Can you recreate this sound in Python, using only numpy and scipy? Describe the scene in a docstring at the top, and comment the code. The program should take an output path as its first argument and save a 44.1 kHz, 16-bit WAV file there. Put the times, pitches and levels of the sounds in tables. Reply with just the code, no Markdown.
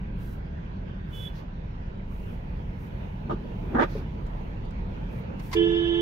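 """A car's engine and road rumble, from the driver's seat, creeping along a flooded street at night.
Stereo microphones, windows closed: the firing booms in the cabin, water washes round the tyres outside.
At arm's length the wiper makes one sweep, its blade sticking and slipping on the glass in two knocks.
A horn toots far up the road; near the end the horn pad clacks and two horn diaphragms blare close by.
Small ticks, whistles, squeaks and brief swells of thin, high hiss lie faintly behind."""
import sys
import numpy as np
from scipy import signal
from scipy.fft import rfft, irfft, next_fast_len
from scipy.io import wavfile
from scipy.ndimage import uniform_filter1d, map_coordinates

SR = 44100
rng = np.random.default_rng(int(sys.argv[2]) if len(sys.argv) > 2 else 0)


def master_out(mix):
    """Clip the mix to full scale and print it as 16-bit PCM to the path in sys.argv[1]."""
    frames = np.transpose(np.atleast_2d(mix))
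    ceiling = np.clip(frames, -1, 1)
    pcm = np.round(ceiling * 32767).astype(np.int16)
    wavfile.write(sys.argv[1], SR, pcm)


N = 265041
TIME = np.arange(N) / SR


# touches of the throttle: t/s, length/s, rise the firing rate heads for/Hz
THROTTLE_TOUCHES = [(0.269, 0.71, 20.4), (2.451, 1.15, 22), (4.901, .5, 20)]
# overtones of the firing rate, droning in the cabin: multiple, level/dB
ENGINE_DRONE = [(2, -46), (3, -49.5), (4, -53), (5, -54)]

def engine():
    """Just ahead of the seat: the firing rate climbs with the throttle and sinks back to idle."""
    idle_hz, boom_hz, rev_up_s, rev_down_s = 24.57, 28, .38, .42
    firing_hz = idle_hz
    for s, length, rise_hz in THROTTLE_TOUCHES:
        climb = 1 - np.exp(-np.clip(TIME - s, 0, length) / rev_up_s)
        sink = np.exp(-np.maximum(TIME - s - length, 0) / rev_down_s)
        firing_hz += rise_hz * climb * sink
    boom_db = -40 - 33 * np.log2(firing_hz / boom_hz) ** 2  # the cabin booms most at one firing rate
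    phase = wavering_phase(firing_hz, depth=0.02, rate=12)
    boom = amp(boom_db) * np.sin(phase)
    drone = sum(amp(db + 4.1 * wobble(6)) * np.sin(k * phase + 2 * np.pi * rng.random())
                for k, db in ENGINE_DRONE)
    return np.sqrt(2) * (boom + drone)


# the road at the driver's seat: t/s, rumble level/dB, wash level/dB
ROAD_LEVELS = [(0, -35, -48.5), (1.5, -37.5, -48.5), (2.6, -35.5, -48), (3.9, -33.5, -45),
               (4.2, -34.5, -47), (5.3, -34, -45), (6.01, -35, -46)]
# spectra of the body's rumble and the tyres' wash: f/Hz, relative level/dB
RUMBLE_SPECTRUM = [(18, -28), (26, -4.5), (40, 3), (52, -1.5), (80, -4.5), (125, -5), (190, -4),
                   (215, -9.5), (260, -16), (400, -23.5), (700, -38.5), (1500, -86)]
WASH_SPECTRUM = [(100, -39), (300, 4), (500, 2), (720, -3), (950, -2.5), (1200, -8), (2500, -11.5),
                 (3500, -19.5), (5000, -30.5), (6600, -35.5), (8000, -53)]
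# the wash across the two microphones: f/Hz, left-right likeness
WASH_LIKENESS = [(250, -0.9), (500, 0.025), (1000, -0.72), (2000, -0.33), (3500, -0.031)]

def road():
    """Rumble comes up through the body, the wash of tyres in water through the windows."""
    rumble_db, wash_db = curves(ROAD_LEVELS)
    rumble = amp(rumble_db) * noise(RUMBLE_SPECTRUM, [(100, 0.97)])
    wash = amp(wash_db + 0.37 * wobble(10)) * noise(WASH_SPECTRUM, WASH_LIKENESS, patchy_db=2.13)
    return rumble * pan(0.88) + wash * pan(4.2)


# judders of the wiper blade, levels relative: t/s, length/s, hardest t/s, rasp level/dB,
# thump level/dB, thump f/Hz, scrape level/dB, top of the rasp f/Hz
BLADE_JUDDERS = [(3.293, .024, 3.302, -25.5, -31, 122, -51.5, 1330),
                 (3.317, .024, 3.319, -44, -30.5, 332, -55.5, 1250),
                 (3.745, .012, 3.747, -21, -20.5, 229.3, -49, 1850),
                 (3.761, .012, 3.761, -23.5, -25, 251, -54, 1730),
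                 (3.779, .012, 3.783, -16, -34, 264, -46.5, 1750),
                 (3.793, .012, 3.793, -17.5, -22, 242, -42.5, 1910),
                 (3.807, .036, 3.812, -22, -27.5, 330, -39.5, 2300),
                 (3.952, .012, 3.948, -44, -32, 431, -68.5, 980)]

def blade_slips():
    """Rubber sticks and slips on the glass: each judder is a quick, uneven run of slips."""
    slip_s, scatter_s, scatter_db = .0132, .0012, 1.5
    scrape_lag_s = 0.022  # the thin scrape peaks after the rasp
    ease_db = lambda away_s: 15 * (away_s / 0.062) ** 2  # slips weaken away from the hardest
    for start, length, hardest, rasp_db, thump_db, hz, scrape_db, top_hz in BLADE_JUDDERS:
        for age in np.arange(0, length, slip_s):
            late, harder_db = rng.standard_normal(2) * [scatter_s, scatter_db]
            s = start + age + late
            force_db = harder_db - ease_db(s - hardest)
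            yield (s, rasp_db + force_db,
                   thump_db - 98 * age, hz * 2 ** (5.4 * age),  # the thumps weaken and rise in pitch
                   scrape_db + harder_db - ease_db(s - hardest - scrape_lag_s),
                   top_hz * 2 ** (force_db / 24))  # the harder, the brighter


# partials of a thump in the windscreen: multiple, relative level/dB, t60/s
SCREEN_MODES = [(0.998, 0.5, 0.069), (1.298, -6.5, 0.067), (2.5, -24, 0.059)]
# the blade drags on wet glass around its judders: start t/s, end t/s, level/dB
BLADE_DRAGS = [(3.28, 3.342, -44.5), (3.625, 3.728, -43.5), (3.754, 3.778, -27), (3.95, 4.025, -42)]
# spectra of the rubber's rasp, thin scrape and dull drag: f/Hz, relative level/dB
RASP_SPECTRUM = [(150, -18), (300, 6), (480, 0.5), (620, 6), (690, -0.5), (930, 4.5), (1050, -9), (1220, 8),
                 (1350, -8.5), (1460, 1), (1800, -2.5), (2300, -10.5), (4000, -19.5)]
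SCRAPE_SPECTRUM = [(800, -11.5), (2000, 7), (3500, 6.5), (4500, -6), (6500, -12), (8000, -26), (12000, -22)]
DRAG_SPECTRUM = [(130, -26), (220, 6), (380, 5), (600, -8), (1500, -18.5), (3000, -42), (7000, -90.5)]

def wiper():
    """At arm's length the blade drags; each slip thumps the screen and leaves a short rasp of rubber."""
    thump, scrape_power, rasp = np.zeros(N), np.zeros(N), np.zeros((2, N))
    t = np.arange(SR // 2) / SR
    rubber = noise(RASP_SPECTRUM, [(300, 0.12), (700, -0.19)])
    for s, rasp_db, thump_db, hz, scrape_db, top_hz in blade_slips():
        # soft rubber: the screen swings up over a few milliseconds
        ring = sum(amp(db) * fade(t60, rise=0.0047) * np.sin(2 * np.pi * (ratio * hz * t + rng.random()))
                   for ratio, db, t60 in SCREEN_MODES)
        add(thump, s, amp(thump_db + 8.5) * ring)
        grit = np.roll(rubber, rng.integers(N), axis=1)[:, :len(t)]
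        lowpass = signal.butter(7, np.clip(top_hz, 300, 4000), fs=SR, output="sos")
        add(rasp, s, amp(rasp_db + 9.5) * fade(t60=0.076, rise=0.0078) * signal.sosfilt(lowpass, grit))
        add(scrape_power, s, (amp(scrape_db + 8) * fade(t60=0.078, rise=0.004)) ** 2)
    scrape = np.sqrt(scrape_power) * noise(SCRAPE_SPECTRUM, [(3000, 0.1)])
    drag_gain = sum(amp(db) * held(start, end, 500, 500) for start, end, db in BLADE_DRAGS)
    drag = drag_gain * noise(DRAG_SPECTRUM, [(300, 0.75)])
    return thump + drag + rasp * pan(2.7) + scrape * pan(1.9)


# the close horn at the two microphones: f/Hz, lag of the left/rad
MICROPHONE_LAG = [(340, .65), (900, 1.2), (1700, 2.5), (3100, 2.5), (6000, 1.2)]

def horn_note(hz, partials, swell_db):
    """A buzzing diaphragm barks as it builds up; street reflections make its upper partials flutter."""
    start_s, rise_s, bloom_s_per_khz = 5.546, 0.016, 0.0071
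    bark_db, bark_hz, bark_oct, bark_s = 8.5, 2480, .3, 0.089
    live = TIME > start_s
    t = TIME[live] - start_s
    phase = wavering_phase(hz, depth=.004, rate=170)[live]
    note = np.zeros((2, N))
    for k, *levels in partials:
        partial_hz = k * hz
        flutter = .5 * min(partial_hz / 3000, 1) ** 2
        buzz = 1 + .055 * np.sqrt(k) * wobble(260, t)  # the rattle roughens high partials most
        bark = amp(bark_db * np.exp(-(np.log2(partial_hz / bark_hz) / bark_oct) ** 2 - (t / bark_s) ** 4))
        bloom = np.minimum(t / (bloom_s_per_khz * partial_hz / 1000), 1) ** 2  # high ones build up later
        for side, db in enumerate(levels):
            reflections = flutter * (wobble(42, t) + 1j * wobble(42, t))
            paths = (1 + reflections) / np.sqrt(1 + 2 * flutter ** 2)
            wave = np.exp(1j * (k * phase + side * along(MICROPHONE_LAG, partial_hz)))
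            gain = np.sqrt(2) * amp(db + (k == 1) * swell_db[live])
            note[side, live] += gain * bloom * bark * buzz * (paths * wave).imag
    return np.clip((TIME - start_s) / rise_s, 0, 1) * note


# partials of the two notes, before swell and bark: multiple, left level/dB, right level/dB
LOW_PARTIALS = [(1, -30.5, -19), (2, -51, -64.5), (3, -52, -62), (4, -64.5, -54.5), (5, -43, -43),
                (6, -77.5, -54.5), (7, -56, -73.5), (8, -54.5, -45.5), (9, -38, -35), (10, -48.5, -39.5),
                (11, -59.5, -50.5), (15, -75.5, -68), (17, -73, -77.5)]
HIGH_PARTIALS = [(1, -37, -34.5), (2, -54.5, -59), (3, -62.5, -66), (4, -47, -44.5), (5, -59, -59.5),
                 (7, -57, -50.5), (8, -46.5, -56), (10, -69, -68), (11, -79.5, -75), (14, -79, -79),
                 (15, -75, -83.5), (20, -82.5, -90.5)]
# swell of their fundamentals: t/s, low note gain/dB, high note gain/dB
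HORN_SWELL = [(5.56, -1.5, 11.5), (5.61, 3.5, 9.5), (5.69, -1, 6), (5.77, -1.5, 3.5), (5.85, -2.5, -4.5),
              (5.91, -1.5, -5.5), (6.0, -2, 2)]

def near_horn():
    """Close by, two horn notes blare together, their fundamentals swelling and sinking."""
    low_db, high_db = curves(HORN_SWELL)
    return horn_note(340.2, LOW_PARTIALS, low_db) + horn_note(432.8, HIGH_PARTIALS, high_db)


# the horn pad is touched, then pushed: t/s, length/s, relative level/dB
PAD_PUSHES = [(5.397, 0.0038, -16.5), (5.516, 0.0037, -12.5), (5.531, 0.011, 0)]
# resonances of the pad: f/Hz, width/Hz, relative level/dB
PAD_MODES = [(1012.5, 120, 0), (2074, 92, -1), (4650, 110, -11)]

def horn_pad():
    """Right by the microphones the plastic pad clacks; the wheel rings on faintly after each push."""
    ring = resonances(PAD_MODES)
    click = noise([(400, 3.5), (1200, 5), (5500, 0), (8000, -10.5), (15000, -15)], [(3000, 0.071)])
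    pushes = lambda fall: sum(amp(db) * held(s, s + length, 3500, fall) for s, length, db in PAD_PUSHES)
    clack, tail = pushes(fall=1201), amp(-13) * pushes(fall=258.5)
    return np.maximum(clack, tail) * (amp(-33.5) * ring + amp(-34) * click) * pan(2.1)


# far horn partials that get into the car: multiple, start level/dB, end level/dB, echo gain/dB
FAR_PARTIALS = [(6, -69, -72, -15), (7, -53, -59.5, -2.5), (8, -53, -43.5, -16.5)]

def far_horn():
    """Far up the road, thinned by the closed windows, a toot brightens and leaves a street echo."""
    start, end = 1.137, 1.277
    phase = wavering_phase(hz=428.3, depth=0.0032, rate=160)
    direct, echo = held(start, end, 1003, 1003), held(start, end, 1003, 133)
    toot = np.zeros(N)
    for k, first_db, last_db, echo_db in FAR_PARTIALS:
        db, = curves([(start, first_db), (end, last_db)])
        toot += amp(db + 1.1 * wobble(120)) * np.maximum(direct, amp(echo_db) * echo) * np.sin(k * phase)
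    rattle = 1 + 0.2 * wobble(700)  # of the diaphragm
    return np.sqrt(2) * toot * rattle * pan(10.3)


# air in narrow gaps: f/Hz, width/Hz, middle of the change t/s, level before/dB, level after/dB
GAP_WHISTLES = [(876, 76, 2.15, -68.5, -57), (986, 44, 2, -66.5, -62), (1551, 140, 2.2, -62, -85.5)]

def whistles():
    """Air whistles in gaps round the cabin: narrow noise bands that grow or fade as the car moves on."""
    air = np.zeros((2, N))
    for hz, width, s, before_db, after_db in GAP_WHISTLES:
        db, = curves([(s - 1, before_db), (s + 1, after_db)])
        air += amp(db) * resonances([(hz, width, 0)])
    return air


# swishes in the cabin: start t/s, end t/s, level/dB
SWISH_SPANS = [(1.354, 1.393, -59), (3.901, 3.989, -57.5)]
# their spectrum: f/Hz, relative level/dB
SWISH_SPECTRUM = [(1000, -8.5), (3000, 2.5), (4500, 3), (6200, -3), (8000, -19), (11000, -10.5)]

def swishes():
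    """Something soft brushes by near the seat, twice."""
    gain = sum(amp(db) * held(start, end, 596, 303) for start, end, db in SWISH_SPANS)
    return gain * noise(SWISH_SPECTRUM, [(3000, .1)]) * pan(1.5)


# ticks in the cabin: t/s, relative level/dB, t60/s
CABIN_TICKS = [(4.262, -63, 0.082), (4.652, -58, 0.022), (4.707, -55.5, 0.024), (5.715, -61.5, .06)]
# their spectrum: f/Hz, relative level/dB
TICK_SPECTRUM = [(200, -4), (1000, 6), (1450, -2), (2020, 8), (2400, 1), (7000, -4), (16000, -20)]

def ticks():
    """Small things tick round the seat, each a dry burst of noise."""
    gain = np.zeros(N)
    for s, db, t60 in CABIN_TICKS:
        add(gain, s, amp(db + 6.5) * fade(t60, rise=0.0017))
    return gain * noise(TICK_SPECTRUM, [(3000, .1)], patchy_db=2.5) * pan(1.5)


# brief swells of thin, high hiss: start t/s, end t/s, relative level/dB
HISS_SPANS = [(0.217, 0.336, -67.5), (1.152, 1.262, -63), (2.12, 2.345, -74), (2.81, 2.87, -73.5),
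              (5.128, 5.199, -72.5), (5.438, 5.523, -64.5)]
# their spectrum: f/Hz, relative level/dB
HISS_SPECTRUM = [(1500, -30), (3500, -1), (6000, 0), (8000, -5), (12000, 1.5), (15500, 1)]

def hiss_swells():
    """Brief swells of thin, high hiss, with a fainter hiss between the later ones."""
    slope = 305  # dB/s at both ends
    faint = amp(-83.5 + 4 * wobble(3.61)) * held(2.2, 5.546, slope, slope)
    power = sum((amp(db) * held(start, end, slope, slope)) ** 2 for start, end, db in HISS_SPANS)
    return np.sqrt(faint ** 2 + power) * amp(5) * noise(HISS_SPECTRUM, [(8000, 0.46)]) * pan(3)


# thin squeaks, barely reaching the seat: start t/s, end t/s, f/Hz, level/dB
SQUEAK_TONES = [(0.29, 0.335, 3930, -74), (0.425, 0.496, 4960, -81)]

def squeaks():
    """Faint, unsteady high tones, perhaps of a brake, as the car rolls off."""
    tone = lambda hz: np.sqrt(2) * np.sin(wavering_phase(hz, depth=.006, rate=300))
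    return sum(amp(db) * held(start, end, 251, 251) * tone(hz) for start, end, hz, db in SQUEAK_TONES)


def amp(db):
    """Decibels to gain."""
    return 10 ** (np.asarray(db) / 20)


def unit(x):
    """Scaled to rms 1."""
    return x / np.sqrt(np.mean(x ** 2) + 1e-20)


def pan(right_db):
    """Left and right gains, right_db apart."""
    return amp([[-right_db / 2], [right_db / 2]])


def along(points, hz):
    """The value at hz between (f/Hz, value) points on a log axis."""
    f, v = np.transpose(points)
    return np.interp(np.log(hz + 1), np.log(f + 1), v)


def curves(rows):
    """One value per sample for each column after the time."""
    s, *cols = np.transpose(rows)
    return [np.interp(TIME, s, c) for c in cols]


def wobble(rate, t=TIME):
    """A smooth random curve over the times t, rate knots a second."""
    return map_coordinates(rng.standard_normal(int(t[-1] * rate) + 4), [t * rate])


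def wavering_phase(hz, depth, rate):
    """Phase of a tone whose pitch wobbles by the fraction depth."""
    return 2 * np.pi * np.cumsum(hz * (1 + depth * wobble(rate))) / SR


def held(start, end, rise_db_per_s, fall_db_per_s):
    """A gain that rises to 1 at start, holds until end and dies away."""
    return amp(-rise_db_per_s * np.maximum(start - TIME, 0) - fall_db_per_s * np.maximum(TIME - end, 0))


def fade(t60, rise):
    """A rise and an exponential decay, half a second long."""
    t = np.arange(SR // 2) / SR
    return amp(-60 * t / t60) * (1 - np.exp(-t / rise))


def add(track, s, sound):
    """Mix a sound into a track at time s."""
    part = track[..., round(s * SR):][..., :sound.shape[-1]]
    part += sound[..., :part.shape[-1]]


def filtered(x, response):
    """x with its spectrum multiplied by response(hz)."""
    m = next_fast_len(N + SR // 2)
    return irfft(rfft(x, m) * response(np.fft.rfftfreq(m, 1 / SR)), m)[..., :N]


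def noise(spectrum, likeness, patchy_db=None):
    """Stereo noise of rms 1 with a given left-right likeness and optional patches of random gain."""
    pair = rng.standard_normal((2, N))
    if patchy_db:
        cells = signal.stft(pair, nperseg=512)[2]
        patches = uniform_filter1d(rng.standard_normal(cells.shape[1:]), size=5, axis=0)
        patches = uniform_filter1d(patches, size=14, axis=1)
        pair = signal.istft(cells * amp(patchy_db * unit(patches)), nperseg=512)[1][:, :N]
    turn = lambda hz: np.arccos(np.clip(along(likeness, hz), -1, 1)) / 2
    mid, side = filtered(pair, lambda hz: amp(along(spectrum, hz)) * [np.cos(turn(hz)), np.sin(turn(hz))])
    return unit(np.array([mid + side, mid - side]))


def resonances(peaks):
    """Stereo noise of rms 1 in narrow bands: f/Hz, width/Hz, relative level/dB."""
    response = lambda hz: sum(amp(db) / (1 + ((hz - f) / width * 1.34) ** 2) for f, width, db in peaks)
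    return unit(filtered(rng.standard_normal((2, N)), response))


def scene():
    """Everything heard from the driver's seat."""
    driving = engine() + road() + whistles() + squeaks()
    return driving + wiper() + hiss_swells() + ticks() + swishes() + far_horn() + horn_pad() + near_horn()


def record(dry):
    """The phone's microphones, in the cabin, keep nothing above their band limit."""
    return filtered(dry, lambda hz: hz < 15750)


dry = scene()
out = record(dry)
master_out(out)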